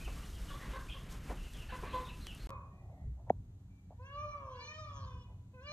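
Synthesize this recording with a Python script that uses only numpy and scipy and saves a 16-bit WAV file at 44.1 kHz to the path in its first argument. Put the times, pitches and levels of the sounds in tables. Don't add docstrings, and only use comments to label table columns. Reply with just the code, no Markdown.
import sys
import numpy as np
from scipy import signal
from scipy.fft import rfft, irfft
from scipy.io import wavfile

SR = 44100
rng = np.random.default_rng(int(sys.argv[2]) if len(sys.argv) > 2 else 0)


def int16_out(signal):
    q = np.round(np.clip(np.atleast_2d(signal).T, -1, 1) * 32767)
    wavfile.write(sys.argv[1], SR, q.astype(np.int16))


N = 252252
T = np.arange(N) / SR
FIRST_END_S, SECOND_START_S = 2.4708, 2.4918


def from_db(db):
    return 10 ** (np.asarray(db) / 20)


def rms_one(x):
    return x / np.sqrt(np.mean(x ** 2) + 1e-20)


def in_time(rows, t=T):
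    times, *columns = np.transpose(rows)
    return [np.interp(t, times, column) for column in columns]


def at_hz(points, hz):
    table_hz, table_db = np.array(points).T
    return np.interp(np.log(np.maximum(hz, 1)), np.log(table_hz), table_db)


def coloured(x, points, turn=1):
    gain = from_db(at_hz(points, np.fft.rfftfreq(N, 1 / SR)))
    return irfft(rfft(x) * turn * gain, N)


def noise(points):
    return rms_one(coloured(rng.standard_normal(N), points))


def drift(hz, size=N):
    r = np.exp(-2 * np.pi * hz / SR)
    settled = signal.lfilter([1], [1, -2 * r, r * r], rng.standard_normal(size + 4000))[4000:]
    return rms_one(settled)


def add(out, s, sound):
    i = round(s * SR)
    out[i:i + len(sound)] += sound[:N - i]


def bursts(rows, order=3):
    out, t = np.zeros(N), T[:SR // 4]
    for s, level_db, low_hz, high_hz, t60 in rows:
        band = signal.butter(order, [low_hz, high_hz], "band", fs=SR, output="sos")
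        burst = rms_one(signal.sosfilt(band, rng.standard_normal(len(t))))
        onset = np.clip(t / t60 / 0.11, 0, 1)
        add(out, s, from_db(level_db - 60 * t / t60) * burst * onset)
    return out


def swelling_mode(peak_db, hz, rise, sharpness):
    t = T[:SR // 4]
    shape = (t / rise * np.exp(1 - t / rise)) ** sharpness
    return -from_db(peak_db) * shape * np.sin(2 * np.pi * hz * t)


# (frequency [Hz], relative level [dB per Hz])
RUMBLE_1 = [(8.8, -52), (15, -13), (48, 2.5), (67, -5), (107, -13.5), (180, -18), (269, -27), (400, -39),
            (520, -78), (880, -120)]
RUMBLE_2 = [(8.8, -63), (15, -38.5), (41, 2), (103, 6.5), (188, -12.5), (207, -16.5), (280, -19.5),
            (326, -33.5), (400, -25.5), (520, -33.5), (880, -120)]
# (time [s], level [dB])
WIND_2 = [(2.5, -54), (2.55, -50), (2.97, -50), (3.07, -41), (3.15, -56), (3.33, -48), (3.85, -57.5),
          (4.3, -52), (4.7, -56), (5.05, -50), (5.41, -52), (5.72, -54.5)]
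WIND_1_DB, GUST_SPREAD_DB, GUST_RATE_HZ = -45.5, 2, 8


def wind():
    gust_db = GUST_SPREAD_DB * drift(GUST_RATE_HZ)
    first = from_db(WIND_1_DB + gust_db) * noise(RUMBLE_1)
    second = from_db(in_time(WIND_2)[0] + gust_db) * noise(RUMBLE_2)
    return first, second


# (time [s], level [dB])
SHIVER = [(0.0, -59), (0.1, -61.5), (0.72, -63), (1.09, -67.5), (1.12, -58), (1.2, -68.5), (1.33, -61.5),
          (1.35, -66), (1.61, -63.5), (1.71, -69.5), (1.75, -62), (1.9, -67), (1.95, -63), (2.16, -67),
          (2.17, -64), (2.36, -65.5), (2.41, -66.5), (2.46, -66)]
# (time [s], level [dB])
YARD_LEVEL = [(0, -56), (.4, -56.5), (.7, -52), (1.0, -55.5), (1.3, -52.5), (1.55, -57), (1.9, -50),
              (2.2, -57), (2.46, -55.5)]
# (frequency [Hz], relative level [dB])
YARD_1 = [(88, -2), (150, 2.5), (190, -1), (530, -12), (912, -16), (1400, -14), (2260, -17.5),
          (2990, -17.5), (5000, -36), (6500, -58), (11000, -120)]
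YARD_FOLLOWS, YARD_PATCHY_DB = 0.32, 1.5


def yard():
    rustle_db = in_time(SHIVER)[0]
    swell_db = YARD_FOLLOWS * (rustle_db - rustle_db[T < FIRST_END_S].mean())
    level_db = in_time(YARD_LEVEL)[0] + swell_db + YARD_PATCHY_DB * drift(9.3)
    return from_db(level_db) * noise(YARD_1)


# (frequency [Hz], relative level [dB])
YARD_2 = [(200, -4), (300, 0.5), (400, -14.5), (700, -11.5), (1200, -19.5), (1700, -24.5), (2400, -29),
          (4000, -28.5), (5200, -33.5), (6800, -26), (9000, -34.5), (11000, -35.5), (14700, -35.5)]
YARD_2_DB = -73


def yard_floor():
    return from_db(YARD_2_DB) * np.array([noise(YARD_2), noise(YARD_2)])


# (frequency [Hz], rms level [dB])
HUM = [(91.5, -61), (183.0, -71.5), (204.6, -76.5), (274.5, -78.5), (366.1, -85)]


def hum():
    return sum(np.sqrt(2) * from_db(db + 4.1 * drift(6)) * np.sin(2 * np.pi * hz * T) for hz, db in HUM)


# (time [s], level before decay
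# [dB], low edge [Hz], high edge [Hz], t60 [s])
THUDS_AND_SQUAWK = [(.07, -42.5, 248, 1230, .11), (.887, -48, 2680, 3400, .4), (1.27, -47, 497, 2200, 0.27),
                    (1.295, -35, 178, 1060, 0.15), (1.824, -37, 344, 1140, 0.12)]
# (time [s], level before decay [dB], low edge [Hz], high edge [Hz], t60 [s])
TICKS = [(1.534, -49, 2500, 8850, .018), (2.268, -35.5, 300, 4200, 0.011), (2.349, -42, 6000, 13000, .006)]


def thuds_and_ticks():
    return bursts(THUDS_AND_SQUAWK) + bursts(TICKS, order=1)


# (frequency [Hz], relative level [dB])
RUSTLE = [(2060, -35), (3500, -6.5), (4870, -8), (6540, -8), (9730, -11.5), (10500, -13.5), (12100, -12.5),
          (13800, -13.5), (14200, -32), (14700, -45)]


def rustle():
    return from_db(in_time(SHIVER)[0] + 1.06 * drift(53)) * noise(RUSTLE)


# (time [s], level [dB])
RUBBING = [(2.55, -84), (2.7, -72), (2.92, -63), (3.04, -66.5), (3.09, -92.5), (3.2, -73.5), (3.3, -79.5),
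           (3.4, -117.5)]
# (frequency [Hz], relative level [dB per Hz])
RUB_TONE = [(300, -30), (500, -10), (720, 0.5), (950, -17.5), (1200, -22.5), (2000, -49.5)]


def rubbing():
    return from_db(in_time(RUBBING)[0] + 0.83 * drift(23)) * noise(RUB_TONE)


# (time [s], level before decay [dB], t60 [s])
SCUFFS = [(2.639, -57, 0.061), (2.89, -58, 0.075), (3.17, -60, 0.23), (3.264, -50, .21), (3.91, -53.5, .1),
          (5.275, -62, 0.34)]
SCUFF_LOW_HZ, SCUFF_HIGH_HZ = 556, 940


def scuffs():
    return bursts([(s, db, SCUFF_LOW_HZ, SCUFF_HIGH_HZ, t60) for s, db, t60 in SCUFFS])


# (time [s], reference peak [dB])
KNOCKS = [(3.30125, -13), (3.9047, -47)]
# (frequency [Hz], peak against the knock [dB], rise [s], sharpness of the swell [1])
BODY = [(695, -1.5, 0.0034, 6.2), (427, -12.5, 0.0037, 4.9), (217, -16.5, 0.0064, 6.1),
        (74.6, -38.5, 0.0087, 2.5)]
# (level against the knock, before decay [dB], low edge [Hz], high edge [Hz])
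CRACK = [(-24, 1000, 1920), (-43, 3200, 3640), (-43.5, 6030, 7100)]
CRACK_LEAD_S, CRACK_T60_S = .004, 0.015


def knocks():
    out, cracks = np.zeros(N), []
    for s, db in KNOCKS:
        for hz, mode_db, rise, sharpness in BODY:
            add(out, s, swelling_mode(db + mode_db, hz, rise, sharpness))
        for band_db, low_hz, high_hz in CRACK:
            cracks.append((s - CRACK_LEAD_S, db + band_db, low_hz, high_hz, CRACK_T60_S))
    return out + bursts(cracks)


# (time [s], peak [dB], frequency [Hz], rise [s], sharpness of the swell [1])
WIND_BUMP = (3.013, -38, 62, 0.1, 5)


def wind_bump():
    out = np.zeros(N)
    s, *mode = WIND_BUMP
    add(out, s, swelling_mode(*mode))
    return out


# (time [s], step [dB])
CLICKS = [(2.4921, -42), (2.4954, -40), (2.5051, -38)]


def clicks():
    out = np.zeros(N)
    for s, step_db in CLICKS:
        add(out, s, -from_db(step_db) * np.exp(-T[:SR // 4] / 0.00036))
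    return out


def swell(length):
    x = np.linspace(0, 1, int(length * SR))
    return np.clip(x / .12, 0, 1) * np.clip((1 - x) / 0.29, 0, 1)


# (time [s], length [s], start pitch [Hz], end pitch [Hz], level before placing [dB])
CHIRPS = [(.0, 0.042, 2500, 2453, -59.5), (0.043, .049, 3050, 2316, -56), (.231, 0.019, 3000, 3000, -61.5),
          (0.326, 0.075, 3250, 2930, -66), (.48, .028, 2950, 2900, -59.5), (0.505, 0.056, 3400, 3610, -63),
          (.598, 0.051, 1900, 1825, -59), (.885, 0.024, 2550, 2580, -55), (0.895, 0.047, 3310, 3250, -53),
          (1.365, 0.059, 2950, 2590, -64), (1.431, .065, 2950, 2620, -63.5), (1.538, 0.04, 3300, 3350, -62),
          (1.569, 0.087, 3100, 2550, -60), (1.694, 0.047, 3100, 2430, -58),
          (1.88, 0.0615, 2850, 2434, -60.5), (1.893, 0.045, 3900, 3880, -63.5),
          (1.926, 0.023, 3200, 3200, -57), (2.043, 0.073, 3550, 3900, -60.5),
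          (2.088, .028, 2800, 2640, -54.5), (2.204, 0.064, 4050, 4210, -63),
          (2.258, 0.082, 3250, 2500, -55.5), (2.39, 0.08, 4190, 4410, -65.5),
          (2.505, 0.092, 2480, 2470, -72.5), (2.702, 0.15, 1820, 2080, -86.5),
          (2.724, .12, 2400, 2476, -85.5), (2.909, 0.078, 2250, 1720, -88),
          (2.963, 0.081, 1760, 2196, -83.5), (3.691, .15, 2360, 2304, -88), (3.86, 0.2, 1800, 1724, -91.5)]
CHATTER_END_S, CHATTER_JITTER, WHISTLE_JITTER = 2.4, 0.0448, .016


def small_birds():
    out = np.zeros(N)
    for s, length, hz, end_hz, level_db in CHIRPS:
        shape = swell(length)
        jitter = CHATTER_JITTER if s < CHATTER_END_S else WHISTLE_JITTER
        pitch = np.linspace(hz, end_hz, len(shape)) * (1 + jitter * drift(255, size=len(shape)))
        whistle = np.sin(2 * np.pi * np.cumsum(pitch) / SR)
        add(out, s, np.sqrt(2) * from_db(level_db) * shape * whistle)
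    return out


def resonances(modes, hz):
    return sum(from_db(db) / (1 + (2 * (hz - centre_hz) / width_hz) ** 2) ** 1.5
               for centre_hz, width_hz, db in modes)


def voice(hz, level_db, low_db, middle_db, top_db, rough, throat, wobble=0, shift=0):
    size = len(hz)
    waver = .0025 * drift(20, size=size)
    jitter = 0.138 * rough * drift(200, size=size)
    phase = 2 * np.pi * np.cumsum(hz * (1 + waver + jitter)) / SR + wobble
    out = from_db(low_db) * np.sin(phase) + np.sin(2 * phase)
    for k in range(3, 15):
        gain = from_db((middle_db if k < 6 else top_db) + 3.5 * drift(25, size=size))
        throat_gain = resonances(throat, k * hz / (1 + shift / 100))
        out += gain * throat_gain * np.sin(k * phase + k * k)
    return np.sqrt(2) * from_db(level_db) * out


# (time [s], length [s], start pitch [Hz], end pitch [Hz], second-harmonic level [dB], hoarseness [0-1])
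HONKS = [(.16, .052, 602, 602, -63, .55), (.495, .078, 537, 567, -58, 0.49),
         (.49, 0.033, 748, 752, -58.5, 0.76), (.62, 0.052, 506, 538.5, -59, 0.64),
         (.73, 0.05, 542, 536.4, -49, 0.5), (.94, 0.038, 516, 555, -60.5, 0.34),
         (1.11, .045, 536, 514, -64.5, 0.18), (1.685, 0.066, 814, 730, -56.5, 0.65),
         (1.72, 0.0415, 510, 500, -48.5, 0.22), (1.83, 0.061, 467, 563, -56.5, 0.64),
         (1.93, 0.066, 507.6, 501.4, -41, 0.13), (1.995, 0.095, 507.7, 495.2, -54.5, .19),
         (2.44, 0.13, 587.5, 511, -50, 0.38)]
# (frequency [Hz], width [Hz], gain [dB])
FOWL_THROAT = [(1572, 180, -9.5), (2070, 560, -18), (2450, 180, -13.5), (3450, 800, -33.5),
               (3840, 1240, -20.5)]
HONK_FUNDAMENTAL_DB, HONK_BRIGHT_DB, BRIGHT_DB_PER_HOARSE = -5.5, -6.5, 23
LAST_HONK_DULL_DB = -18


def fowl(honks, dull_db):
    out = np.zeros(N)
    for s, length, hz, end_hz, level_db, rough in honks:
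        shape = swell(length)
        rasp = 1 + .3 * drift(120, size=len(shape))
        bright_db = HONK_BRIGHT_DB + BRIGHT_DB_PER_HOARSE * rough + dull_db
        pitch = np.linspace(hz, end_hz, len(shape))
        sound = voice(pitch, level_db, HONK_FUNDAMENTAL_DB, bright_db, bright_db, rough, FOWL_THROAT)
        add(out, s, shape * rasp * sound)
    return out


# (time [s], pitch [Hz], second-harmonic level [dB], middle overtones [dB], top overtones [dB])
MEOWS = [
    [(3.975, 457, -91, -16, -21), (4.0, 494, -59.5, -9, -24), (4.07, 547.6, -64.5, 13, -0.5),
     (4.16, 577.7, -48, -14.5, -16.5), (4.24, 600.2, -48, -10.5, -11), (4.36, 577.4, -51.5, -16, -19.5),
     (4.45, 537.2, -53, -18, -17.5), (4.58, 492, -56.5, -3.5, -9), (4.7, 447, -77, -3, -27)],
    [(4.5, 529.5, -70.5, 2, 0), (4.64, 589, -65.5, 12, 16), (4.74, 615, -60, 9, 8.5),
     (4.8, 629.3, -54.5, -6.5, 8), (4.86, 591.6, -56.5, -12, -6), (4.97, 551.4, -55.5, -12, -0.5),
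     (5.12, 500.5, -63, -1, -2), (5.24, 491, -69, -18, 2.5), (5.3, 500.2, -74.5, 1.5, -25),
     (5.37, 503, -92, -3, -20)],
    [(5.533, 493, -77, -15, -20), (5.543, 514.5, -69, 8, -13), (5.6, 499, -67.5, 15, -10),
     (5.64, 560, -65, 6, 6), (5.68, 587, -58.5, 6, 3.5), (5.72, 591.4, -53.5, 1, 2.5)],
]
# (neck shortening at start [%], at end [%], fundamental offset [dB], depth of the second voice [0-1])
MEOW_MANNER = [(2.3, -2, .1, 0.46), (1.05, 6, -3.5, 0.65), (2.6, 1.7, 7, .1)]
# (pitch [Hz], level [dB])
FUNDAMENTAL = [(470, 0), (520, 0.5), (565, -8.5), (600, -2), (630, 2.5)]
# (frequency [Hz], width [Hz], gain [dB])
PEAFOWL_THROAT = [(1607, 480, -12), (2320, 131, -6), (2795, 270, -14.5), (3270, 830, -18.5),
                  (4052, 186, -13.5), (4537, 100, -15.5), (5190, 840, -23), (5863, 180, -14.5),
                  (6380, 410, -26), (7370, 1200, -43)]
SECOND_VOICE_HZ = 411.5
SPLIT_HZ, SPLIT_WIDTH_HZ = 543, 37
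MEOW_ROUGH, SPLIT_ROUGH = .03, 0.023


def peafowl():
    out = np.zeros(N)
    for meow, (neck, neck_end, low_db, split) in zip(MEOWS, MEOW_MANNER):
        t = np.arange(meow[0][0], meow[-1][0], 1 / SR)
        hz, level_db, middle_db, top_db = in_time(meow, t)
        falling = t > t[np.argmax(hz)]
        depth = np.clip(split, 0, 1) * falling * np.exp(-((hz - SPLIT_HZ) / SPLIT_WIDTH_HZ) ** 2)
        beat = depth * np.cos(2 * np.pi * np.cumsum(hz - SECOND_VOICE_HZ) / SR)
        sound = voice(hz, level_db, low_db + at_hz(FUNDAMENTAL, hz), middle_db, top_db,
                      MEOW_ROUGH + SPLIT_ROUGH * depth, PEAFOWL_THROAT,
                      wobble=0.35 * beat, shift=np.linspace(neck, neck_end, len(t)))
        add(out, t[0], sound * (1 + 0.94 * beat))
    return out


# (frequency [Hz], gain [dB])
ECHO_TONE = [(300, 8.5), (600, -5.5), (1100, 4.5), (2000, 5), (4000, -5), (8000, -4.5)]
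YARD_T60_S, YARD_WET_DB = .36, -2.5
SHED_T60_S, SHED_WET_DB, SHED_SIDE_WET_DB = 0.64, -4, -4.5


def echoes(x, t60, wet_db):
    t = np.arange(int(SR * .9)) / SR
    tail_db = 1.9 * drift(34, size=len(t)) - 60 * t / t60
    tail = rng.standard_normal(len(t)) * from_db(tail_db) * np.clip(t / .01, 0, 1)
    tail /= np.sqrt(np.sum(tail ** 2))
    return from_db(wet_db) * coloured(signal.fftconvolve(x, tail)[:N], ECHO_TONE)


def first_moment(wind_1, chirps):
    birds = fowl(HONKS[:-1], dull_db=-0.5) + chirps
    sound = wind_1 + yard() + rustle() + thuds_and_ticks()
    sound += birds + echoes(birds, YARD_T60_S, YARD_WET_DB)
    return signal.sosfilt(signal.cheby2(10, 40, 14300, fs=SR, output="sos"), sound)


# (frequency [Hz], gain [dB])
SIDE_GAIN = [(60, -81.5), (110, -79.5), (200, -60), (370, -69.5), (680, -38.5), (1250, -1.5), (2310, 6),
             (4230, 2.5), (7780, 1), (14300, -0.5)]


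def second_moment(wind_2, chirps):
    calls = peafowl() + fowl(HONKS[-1:], LAST_HONK_DULL_DB) + chirps * (T >= SECOND_START_S)
    near = scuffs() + knocks() + wind_bump() + clicks() + rubbing()
    floor = yard_floor()
    mid = calls - 0.38 * chirps + echoes(calls, SHED_T60_S, SHED_WET_DB)
    mid += near + floor[0] + wind_2 + hum()
    direct = coloured(calls + 0.74 * near, SIDE_GAIN, turn=1j)
    diffuse = coloured(echoes(calls, SHED_T60_S, SHED_SIDE_WET_DB) + floor[1], SIDE_GAIN)
    return mid + (direct + diffuse) * [[1], [-1]]


def scene():
    wind_1, wind_2 = wind()
    chirps = small_birds()
    first = first_moment(wind_1, chirps)
    second = second_moment(wind_2, chirps)
    return first * (T < FIRST_END_S) + second * (T >= SECOND_START_S)


def record(dry):
    return signal.sosfilt(signal.cheby2(12, 60, 16000, fs=SR, output="sos"), dry)


dry = scene()
out = record(dry)
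int16_out(out)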